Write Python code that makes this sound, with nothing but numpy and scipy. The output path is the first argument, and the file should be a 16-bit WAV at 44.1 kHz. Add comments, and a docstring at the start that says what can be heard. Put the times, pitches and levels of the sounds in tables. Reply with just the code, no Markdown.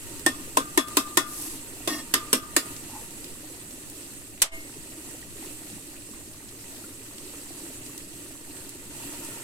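"""Stew on a wood fire, lid at work

Stew bubbles and sizzles in a wide aluminium pot: chirped bubbles, fine clicks and shaped noise.
Flames rumble and crackle (noise, ticks, snaps); one loud pop makes the limiter duck.
A cook knocks the lid on the rim to shake off herbs, drags it and lifts it away: contact noise and modes."""
import sys
import numpy as np
from scipy import signal
from scipy.fft import rfft, irfft, next_fast_len
from scipy.io import wavfile
from scipy.ndimage import uniform_filter1d, minimum_filter1d, map_coordinates

SR = 44100
rng = np.random.default_rng(int(sys.argv[2]) if len(sys.argv) > 2 else 0)


def digitize_waveform(pressure):
    """Quantize a signal to 16-bit integers and store it at the path in sys.argv[1].

    Rows of a 2-D input are taken as channels; values are limited to [-1, 1].
    """
    field = np.atleast_2d(pressure).T
    bounded = np.clip(field, -1, 1)
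    quanta = np.round(bounded * 32767).astype(np.int16)
    wavfile.write(sys.argv[1], SR, quanta)


N = 415863
BLOW_SAMPLES = 30000  # room for one blow or pop to die out

# flames: [f/Hz, level/dB per Hz]; flares: [peak t/s, half width/s, swell/dB]
FLAMES = [(10, 8.5), (25, -5), (50, -1), (80, -7), (110, -2), (160, -9), (300, -12.5), (1000, -61)]
FLARES = [(.39, 0.73, 7), (2.3, 1, 4.3), (5.3, 0.083, 7.1), (8.85, 0.38, 2.3)]
RUMBLE_DB = -52.5
# clearest snaps of the fire: [t/s, level/dB, brightest f/Hz]
SNAPS = [(0.195, -36, 7000), (0.884, -35.5, 8000), (2.765, -36, 6000), (3.108, -41, 7000),
         (3.243, -35, 4200), (3.708, -39.5, 6500), (3.899, -37, 10000), (5.11, -42, 8000),
         (6.1124, -44, 7000), (6.764, -43, 2800), (7.182, -37.5, 4000), (7.863, -40.5, 4500),
         (7.978, -33.5, 7140), (8.569, -48, 2800), (8.693, -37, 9000), (9.2478, -37, 8500)]
# loud pop of the firewood: [t/s, level/dB]
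POP = (4.4178, 0)
# its crack; low thump of the overloaded microphone settling after it: [f/Hz, level/dB per Hz]
POP_COLOUR = [(60, -23), (300, -25.5), (800, -16), (1500, -12.5), (3000, -3), (4500, -3), (6000, 0.5),
              (8000, 3), (10000, 3), (13000, -2), (16000, -14)]
SETTLING_THUMP = [(20, 5), (120, -5), (250, -22), (1000, -58)]
# the pot's answer to the pop: [f/Hz, level/dB, t60/s]
POP_RING = [(657, -2.5, 0.33), (1012, -7, .28), (1206, -3, 0.28), (2143, -3, 0.55), (2945, -3.5, 0.3)]

# simmer swell; the camera leans in over the pot at the end: [t/s, swell/dB]
SIMMER_SWELL = [(0, 3), (1.7, 2), (2.2, 4.5), (2.8, 3.5), (3.4, 0), (4.25, -1.5), (4.75, 1.5), (6.1, -1.5),
                (7, 0.5), (8.4, 1), (9, 3), (9.43, 6)]
# how each part follows it: [resting level/dB, dB per dB of swell]
BUBBLING_LEVEL = (-48, 0.5)
SIZZLE_LEVEL = (-46, 0.53)
WASH_LEVEL = (-55.5, 0.92)
MOUTH_LEVEL = (-68.5, 2.66)
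# churning murmur, fizz, wash of steam and flames: [f/Hz, level/dB per Hz]
BOIL = [(60, -50), (110, -2), (150, -13.5), (212, -17), (245, -5), (295, 2), (345, -2.5), (400, -6),
        (480, -16), (580, -13.5), (750, -23), (1200, -37), (3000, -43)]
SIZZLE = [(1000, -13), (3000, -14.5), (4200, -6.5), (5300, -9), (6500, -5.5), (7400, -2.5), (8100, -0.5),
          (9200, -2.5), (10800, -5), (12500, -8), (14500, -12), (16000, -22)]
WASH = [(200, 7.5), (600, -2), (940, -7), (1150, 6), (1600, -1), (1900, 10), (2200, 2.5), (2700, 11),
        (3400, 1.5), (6000, -20), (12000, -37)]
# standing waves in the pot's mouth: [f/Hz, level/dB, t60/s]
MOUTH_MODES = [(926, -1, 0.078), (1380, 4, 0.018), (1885, 5, 0.022), (2480, 3, 0.012)]
# clearest single bubbles: [t/s, level/dB, starting f/Hz]
PLOPS = [(5.226, -37.5, 1880), (6.841, -40, 1390)]
BURSTS_DB, PLIPS_DB = -8, -14  # thick and small bubbles within the bubbling
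FIZZ_PATCHY_DB, WASH_PATCHY_DB = 1.5, 1.3

# lid sliding on the rim; lid rubbing in the hand as it is carried away:
# [t/s, length/s, level/dB, share of length spent swelling, taper (small = blunt), body/dB, body cutoff f/Hz]
DRAGS = [(0.297, 0.17, -51.5, 0.16, 0.81, 6.5, 5000), (1.249, 0.35, -36.5, 0.49, 0.62, -11.5, 1500),
         (1.877, 0.17, -37, 0.074, 0.76, 5.5, 12000)]
RUBS = [(2.668, 0.49, -50.5, 0.75, 0.63, -19, 3000), (2.89, 0.13, -53.5, 0.57, 1, 8, 2200)]
# hiss of the fine slips: [f/Hz, level/dB per Hz]
DRAG_HISS = [(500, -24), (1500, -13), (3000, -12), (5500, -4), (8000, -2), (11000, 1.5), (13500, -7.5),
             (16000, -18)]
# modes stirred by drag and rub: [f/Hz, level/dB, t60/s]
DRAG_MODES = [(301, 4, .09), (520, -9, .025), (700, -3, .035), (880, -6, .03), (1070, -2, .05),
              (1210, -6, .06), (1835, -1, .055), (2130, -5, .035), (2620, -7, .045), (2790, -4, .04),
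              (3350, -1, .035), (3890, -4, .035), (4400, -5, .05), (4820, -1, .035), (5150, -4, .035),
              (5610, -3, .04), (5780, -3, .05), (6650, -6, .03)]
RUB_MODES = [(865, -2, .03), (1050, -2, .007), (2000, -4, .006), (2800, -1, .005), (3500, -4, .005)]
DRAG_WAVER = .006  # rms share of pitch wander

# lid on rim: [t/s, force/dB, air thump/dB, pot wall/dB, pot rim/dB, lid ring/dB, upper lid ring/dB,
# treble tilt/dB per octave, left-right of the ring/dB]
KNOCKS = [(0.2624, -3, 4.5, -2.5, 9, -8, -5.5, -2.5, 3), (0.5704, -4, 5, 6.5, -14, 0, -13, -2.5, 2.5),
          (0.775, 2.5, 5.5, 1, 8, -4, -1.5, -2, 7.5), (0.9694, 3, 1, -4.5, -2, -4.5, -6.5, -1, 5.5),
          (1.1713, 0, 2, -1, 4.5, -2, -0.5, -1.5, 8.5), (1.8745, -10, 3.5, 0, -12, -1, 3.5, -1.5, 3),
          (2.1385, -2, -7.5, -11, 15, -0.5, -7, -2.5, -3), (2.329, 5, -3, -11.5, 0, -7, -10.5, -1.5, 4),
          (2.564, 3, -1.5, -15, -1.5, -8, -5, -1, -0.5)]
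# modes of the pot's air, wall and rim, the lid and its upper range: [f/Hz, level/dB, t60/s]
POT_AIR = [(244.4, 2.5, 0.091), (290.4, -2, 0.092), (373, -16.5, 0.062), (526, -17.5, 0.068)]
POT_WALL = [(640, -6, 0.09), (885, -10, .06), (975, -2.5, 0.07), (1062, 5, 0.085), (1086, 4, 0.08)]
POT_RIM = [(1815, 0, 0.1), (1840, -4, 0.12), (1905, -6, 0.08), (2110, -8, .07)]
LID = [(657, -11, .4), (1048, -10, .45), (1186, -1, .5), (1201, 0, .6), (1243, -1, .45), (1434, -1, .33),
       (1500, -6, .15), (1555, -4.5, .35), (1738, -13, .45), (2003, -1.5, .2), (2143, -7, .25)]
LID_UPPER = [(2594, -3.5, .24), (2630, -4, .12), (2756, 0, .11), (2805, -.5, .1), (3398, 4, .19),
             (3450, -1, .2), (3520, -3, .13), (3657, .5, .14), (3730, -3, .12), (3875, -1, .12),
             (4295, -2.5, .11), (4430, -3.5, .11), (4755, -7, .16), (5145, -2, .13), (5517, -4, .11),
             (6034, -4, .13), (6513, -3, .13), (6707, -2, .13)]
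# crowded metal modes, contact of the edges: [f/Hz, level/dB per Hz]
CLANK = [(100, -11), (190, -4), (280, 3), (400, -1), (550, -2), (800, -6), (1150, -2), (1500, -2),
         (2100, -2), (2400, -6), (2800, -2), (3600, 0), (4500, -4), (5200, 1.5), (6200, -3), (8200, 2),
         (10000, 1), (13000, -6), (16000, -20)]
CONTACT = [(100, -4), (400, -4), (1500, -7), (3500, -5), (6000, -6), (8200, 2.5), (10500, -0.5),
           (13000, -5), (16000, -15)]
# decay of the clank: [f/Hz, t60/s]
CLANK_T60 = [(200, 0.23), (1200, 0.12), (4000, 0.16), (9000, 0.14), (15000, 0.19)]
CHATTER_S, CHATTER_SHARE = .003, .35  # further touches of a blow: latest delay, strength

# microphone ports: [f/Hz, likeness/1], [f/Hz, left-right/dB]
LIKENESS = [(30, 0.5), (130, .98), (300, .99), (640, 0.85), (1400, 0.2), (3000, 0), (16000, 0)]
PORTS = [(100, -0.5), (380, -0.5), (1200, 1.5), (2200, 0), (4400, 0), (6500, 0), (8200, -14), (9500, 2),
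         (11000, 2.5), (13000, 10.5), (16000, -10)]
PORT_LAG_S = 0.00012  # left port behind right
EDGE_HZ = 16000
SIDES = np.array([[.5], [-.5]])  # half a difference to each port


def amp(db):
    """Decibels to gain."""
    return 10 ** (np.asarray(db) / 20)


def unit(x):
    """Scales to rms 1."""
    return x / np.sqrt(np.mean(x ** 2) + 1e-20)


def read(points, hz):
    """Reads a table on a log-frequency axis."""
    f, value = np.transpose(points)
    return np.interp(np.log(hz + 1), np.log(f + 1), value)


def add(mix, s, sound):
    """Mixes a stereo sound in at time s."""
    part = mix[:, max(round(s * SR), 0):][:, :sound.shape[1]]
    part += sound[:, :part.shape[1]]


def colour(x, spectrum, tilt_db=0):
    """Shapes two signals by a spectrum and correlates the ports by LIKENESS."""
    hz, z = np.fft.rfftfreq(x.shape[1], 1 / SR), rfft(x)
    same = np.clip(read(LIKENESS, hz), -1, 1)
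    z[1] = same * z[0] + np.sqrt(1 - same ** 2) * z[1]
    octaves = np.log2(np.maximum(hz, 1000) / 4000)
    gain = amp(read(spectrum, hz) + tilt_db * octaves)
    return unit(irfft(z * gain, x.shape[1]))


def noise(size, spectrum, tilt_db=0):
    """Stereo noise with the given spectrum."""
    white = rng.standard_normal((2, next_fast_len(size, True)))
    return colour(white, spectrum, tilt_db)[:, :size]


def drift(hz):
    """Slow random wander of rms 1: 20 sines at rates up to hz."""
    t = np.linspace(0, N / SR, 2048)
    rates = np.geomspace(hz / 10, hz, 20)
    wander = np.sin(2 * np.pi * (rates[:, None] * t + rng.random((20, 1)))).sum(0)
    return np.interp(np.arange(N) / SR, t, unit(wander))


def clicks(size, per_s, spread_db):
    """Random clicks: many small, a few large."""
    sizes = amp(spread_db * np.minimum(rng.exponential(1, size), 2.5))
    signs = rng.choice([-1, 1], size)
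    return sizes * signs * (rng.random(size) < per_s / SR)


def die_away(x, t60):
    """Lets each band of a sound decay at its own speed."""
    hz, t, z = signal.stft(x, SR, nperseg=256)
    decay = amp(-60 * t / read(t60, hz)[:, None])
    return signal.istft(z * decay, SR, nperseg=256)[1][:, :x.shape[1]]


def patchy(x, depth_db):
    """Brief patches of the spectrum swell and sink, as clusters of bubbles come and go."""
    z = signal.stft(x, SR, nperseg=512)[2]
    field = uniform_filter1d(rng.standard_normal(z.shape[1:]), size=12, axis=0)
    field = uniform_filter1d(field, size=4, axis=1)
    return signal.istft(z * amp(depth_db * unit(field)), SR, nperseg=512)[1][:, :N]


def ring(modes, t, scatter_db=3.5, rise=0.0017, sag=0, settle_s=.017):
    """Damped modes; pitch starts off by the share sag and settles; ports differ in phase by LIKENESS."""
    out = np.zeros((2, len(t)))
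    bent = t + sag * settle_s * (1 - np.exp(-t / settle_s))
    for hz, db, t60 in modes:
        size, lag = rng.standard_normal(2)
        apart = np.arccos(np.clip(read(LIKENESS, hz), -1, 1)) * np.sign(lag) * SIDES
        start = 2 * np.pi * rng.random()
        decay = amp(db + scatter_db * size - 60 * t / t60)
        out += decay * np.sin(2 * np.pi * hz * bent + start + apart)
    return out * (1 - np.exp(-t / rise))


def stir(drive, modes):
    """A continuous drive keeps short modes sounding."""
    answer = ring(modes, np.arange(SR // 6) / SR, scatter_db=1)
    return unit(signal.oaconvolve(drive[None], answer, axes=1)[:, :len(drive)])


def fire():
    """Flames flutter low down and swell with each flare while the embers tick."""
    t = np.arange(SR // 20) / SR
    ticks = np.zeros((2, N))
    for hz in np.geomspace(1400, 6000, 8):
        shape = np.exp(-t / 0.001) + 1.2 * np.exp(-t / 0.011)
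        tick = noise(len(t), [(hz / 3, -26), (hz, 0), (hz * 3, -22)]) * shape
        ticks += signal.oaconvolve(clicks(N, 6, 3)[None], tick, axes=1)[:, :N]
    time_s = np.arange(N) / SR
    flare_db = sum(db * np.exp(-((time_s - s) / half) ** 2) for s, half, db in FLARES)
    rumble = noise(N, FLAMES) * amp(RUMBLE_DB + flare_db + 1.0 * drift(10.0))
    return rumble + amp(-59.5) * unit(ticks)


def snap(db, hz):
    """A small crack of burning wood: a noise band round hz with a short tail."""
    t = np.arange(SR // 8) / SR
    shape = np.exp(-t / .0025) + .25 * np.exp(-t / .015)
    band = [(hz / 6, -22), (hz / 2, -7), (hz, 0), (hz * 2, -7), (hz * 6, -22)]
    return amp(db) * shape * noise(len(t), band)


def crackling():
    """The burning wood snaps now and then."""
    out = np.zeros((2, N))
    for s, db, hz in SNAPS:
        add(out, s, snap(db, hz))
    return out


def pop(db):
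    """A pocket in the wood bursts: crack, scatter, faint pot ring; the overloaded microphone settles."""
    t = np.arange(BLOW_SAMPLES) / SR
    crack = amp(7.0) * noise(BLOW_SAMPLES, POP_COLOUR) * np.exp(-(t / 0.013) ** 4)
    scatter_t60 = [(300, 0.18), (3000, 0.14), (12000, 0.11)]
    scatter = amp(3) * die_away(noise(BLOW_SAMPLES, POP_COLOUR, tilt_db=-5.0), scatter_t60)
    pot = amp(-22.5) * ring(POP_RING, t, scatter_db=0)
    # a slow offset plus low noise
    settling = (amp(-17.0) + amp(-27.0) * noise(BLOW_SAMPLES, SETTLING_THUMP)) * np.exp(-t / 0.052)
    return amp(db) * (crack + scatter + pot + settling) * (1 - np.exp(-t / 0.0008))


def bubbling():
    """Thick bubbles, rising in pitch, burst over a murmur in the pot's hollow; small ones plip above."""
    t, bursts, plips = np.arange(SR // 10) / SR, np.zeros(N), np.zeros((2, N))
    for hz in np.geomspace(130, 900, 14):
        bubble = np.sin(2 * np.pi * hz * t * (1 + 1.88 * t)) * np.exp(-t * hz / 4)
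        bursts += signal.oaconvolve(clicks(N, 4, 3.9), bubble)[:N]
    for hz in np.geomspace(450, 3800, 20):
        bubble = ring([(hz, 0, 20 / hz)], t * (1 + 3 * t), scatter_db=-1.0, rise=0.00016)
        bubble *= (hz / 1000) ** -.2
        plips += signal.oaconvolve(clicks(N, 6, 4.9)[None], bubble, axes=1)[:, :N]
    hollow = signal.butter(1, [250, 400], "bandpass", fs=SR, output="sos")
    thick = amp(BURSTS_DB) * unit(signal.sosfilt(hollow, bursts))
    murmur = amp(-2.5) * noise(N, BOIL) * amp(0.23 * drift(12))
    return thick + amp(PLIPS_DB) * unit(plips) + murmur


def sizzling():
    """Countless tiny bubbles fizz at the hot wall (patchy noise); a few spit louder (clicks)."""
    size = next_fast_len(N, True)
    spits = clicks(size, 350, 16.0)
    both_ports = np.array([spits, np.roll(spits, shift=7)])
    fizz = patchy(noise(N, SIZZLE), FIZZ_PATCHY_DB)
    return fizz + amp(-14.5) * colour(both_ports, SIZZLE, tilt_db=0.0)[:, :N]


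def simmer():
    """Bubbling, sizzle, wash of steam and flames and hum of the pot's mouth share one swell."""
    swell_db = np.interp(np.arange(N) / SR, *np.transpose(SIMMER_SWELL))
    wash = patchy(noise(N, WASH), WASH_PATCHY_DB)
    mouth = stir(rng.standard_normal(N), MOUTH_MODES)
    parts = [(BUBBLING_LEVEL, bubbling()), (SIZZLE_LEVEL, sizzling()),
             (WASH_LEVEL, wash), (MOUTH_LEVEL, mouth)]
    surge_db = 1.26 * drift(3.6)  # small, uneven surges of the boil
    return sum(amp(db + follow * swell_db + surge_db) * sound for (db, follow), sound in parts)


def plop(db, hz):
    """One larger bubble opens at the surface with a short, slightly rising note."""
    t = np.arange(SR // 10) / SR
    note = np.sin(2 * np.pi * hz * t * (1 + 1.2 * t))
    note = note * np.exp(-t * hz / 9) * (1 - np.exp(-t / 0.00066))
    return amp(db) * np.array([note, note])


def drag(modes, length_s, db, swell, taper, body_db, bright_hz):
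    """Fine slips hiss; coarser ones ring the metal, its pitch wavering as the contact point moves."""
    size = round(length_s * SR)
    peak = np.clip(swell, .02, .98)
    stroke = np.interp(np.linspace(0, 1, size), [0, peak, 1], [0, 1, 0]) ** abs(taper)
    fine = np.array([clicks(size, 5400, 4) for _ in range(2)])
    # a light touch stirs only the low modes
    softness = signal.butter(2, min(bright_hz, SR / 3), fs=SR, output="sos")
    coarse = signal.sosfilt(softness, clicks(size, 800, 2.5))
    place = np.cumsum(1 + DRAG_WAVER * drift(38.0)[:size])
    body = np.array([map_coordinates(port, [place], mode="mirror") for port in stir(coarse, modes)])
    return amp(db) * stroke * (colour(fine, DRAG_HISS) + amp(body_db) * body)


def chatter(x):
    """The edges touch several times in quick succession, giving each blow its own hollows and peaks."""
    delays = (rng.random(3) * CHATTER_S * SR).astype(int)
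    sizes = CHATTER_SHARE * rng.choice([-1, 1], 3)
    again = np.zeros_like(x)
    for size, delay in zip(sizes, delays):
        again += size * np.pad(x, ((0, 0), (delay, 0)))[:, :x.shape[1]]
    return unit(x + again) * np.sqrt(np.mean(x ** 2))


def knock(upper, force_db, air_db, wall_db, rim_db, lid_db, upper_db, tilt_db, pan_db):
    """The edges chatter for milliseconds; the metal clanks and rings, and the air in the pot thumps."""
    t = np.arange(BLOW_SAMPLES) / SR
    contact = amp(-11.5) * noise(BLOW_SAMPLES, CONTACT, tilt_db) * np.exp(-(t / 0.0057) ** 4)
    # every blow shares its energy anew among the same upper modes
    real, imaginary = rng.standard_normal((2, 2, len(upper)))
    partials = irfft(upper * (real + 1j * imaginary))
    metal = amp(-28.0) * colour(partials, CLANK, tilt_db) * amp(-60 * t / 0.1)
    clank = amp(-17.5) * die_away(noise(BLOW_SAMPLES, CLANK, tilt_db), CLANK_T60)
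    air = ring(POT_AIR, t, scatter_db=-1.0, rise=0.002, sag=0.51, settle_s=0.0137)
    wall = ring(POT_WALL, t, scatter_db=2.0, rise=0.0023, sag=-0.26, settle_s=0.003)
    rim = ring(POT_RIM, t, scatter_db=-7.5)
    lid = ring(LID, t, scatter_db=-1.0)
    lid_upper = ring(LID_UPPER, t, scatter_db=2.5, rise=0.0014)
    ringing = amp(air_db - 19.0) * air + amp(wall_db - 21.0) * wall + amp(rim_db - 31.5) * rim
    ringing += amp(lid_db - 32.0) * lid + amp(upper_db - 29.5) * lid_upper
    strike = chatter((contact + metal + clank) * (1 - np.exp(-t / 0.00045)))
    blow = strike + amp(pan_db * SIDES) * ringing
    # keeps the blows free of low thud below about 200 Hz
    highpass = signal.butter(4, 205, "highpass", fs=SR, output="sos")
    return amp(force_db) * signal.sosfilt(highpass, blow)


def scene():
    """The simmering pot and the fire, with the lid at work over them."""
    mix = fire() + simmer() + crackling()
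    add(mix, POP[0], pop(POP[1]))
    for s, db, hz in PLOPS:
        add(mix, s, plop(db, hz))
    for strokes, modes in [(DRAGS, DRAG_MODES), (RUBS, RUB_MODES)]:
        for s, *stroke in strokes:
            add(mix, s, drag(modes, *stroke))
    bins_hz = np.fft.rfftfreq(BLOW_SAMPLES, 1 / SR)
    upper = (bins_hz > 4000) & (rng.random(len(bins_hz)) < .009)  # a metal mode every 160 Hz or so
    for s, *blow in KNOCKS:
        add(mix, s, knock(upper, *blow))
    return mix


def record(dry):
    """Port colour and lag, a limiter that holds its gain down about 90 ms, saturation, band limit."""
    size = next_fast_len(N, True)
    hz = np.fft.rfftfreq(size, 1 / SR)
    ports = amp(read(PORTS, hz) * SIDES) * np.exp(-2j * np.pi * hz * PORT_LAG_S * SIDES)
    x = irfft(rfft(dry, size) * ports, size)[:, :N]
    power = abs(uniform_filter1d((x ** 2).mean(0), size=220))
    power_db = 10 * np.log10(power + 1e-12)
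    needed_db = np.minimum(-12.0 - power_db, 0)
    held_db = minimum_filter1d(needed_db, size=3960, origin=1890)  # window mostly in the past
    gain = amp(uniform_filter1d(held_db, size=40))
    limited = np.tanh(x * gain / 1.24) * 1.365
    lowpass = signal.firwin(255, EDGE_HZ, window=("kaiser", 9), fs=SR)
    return signal.oaconvolve(limited, lowpass[None], "same")


dry = scene()
out = record(dry)
digitize_waveform(out)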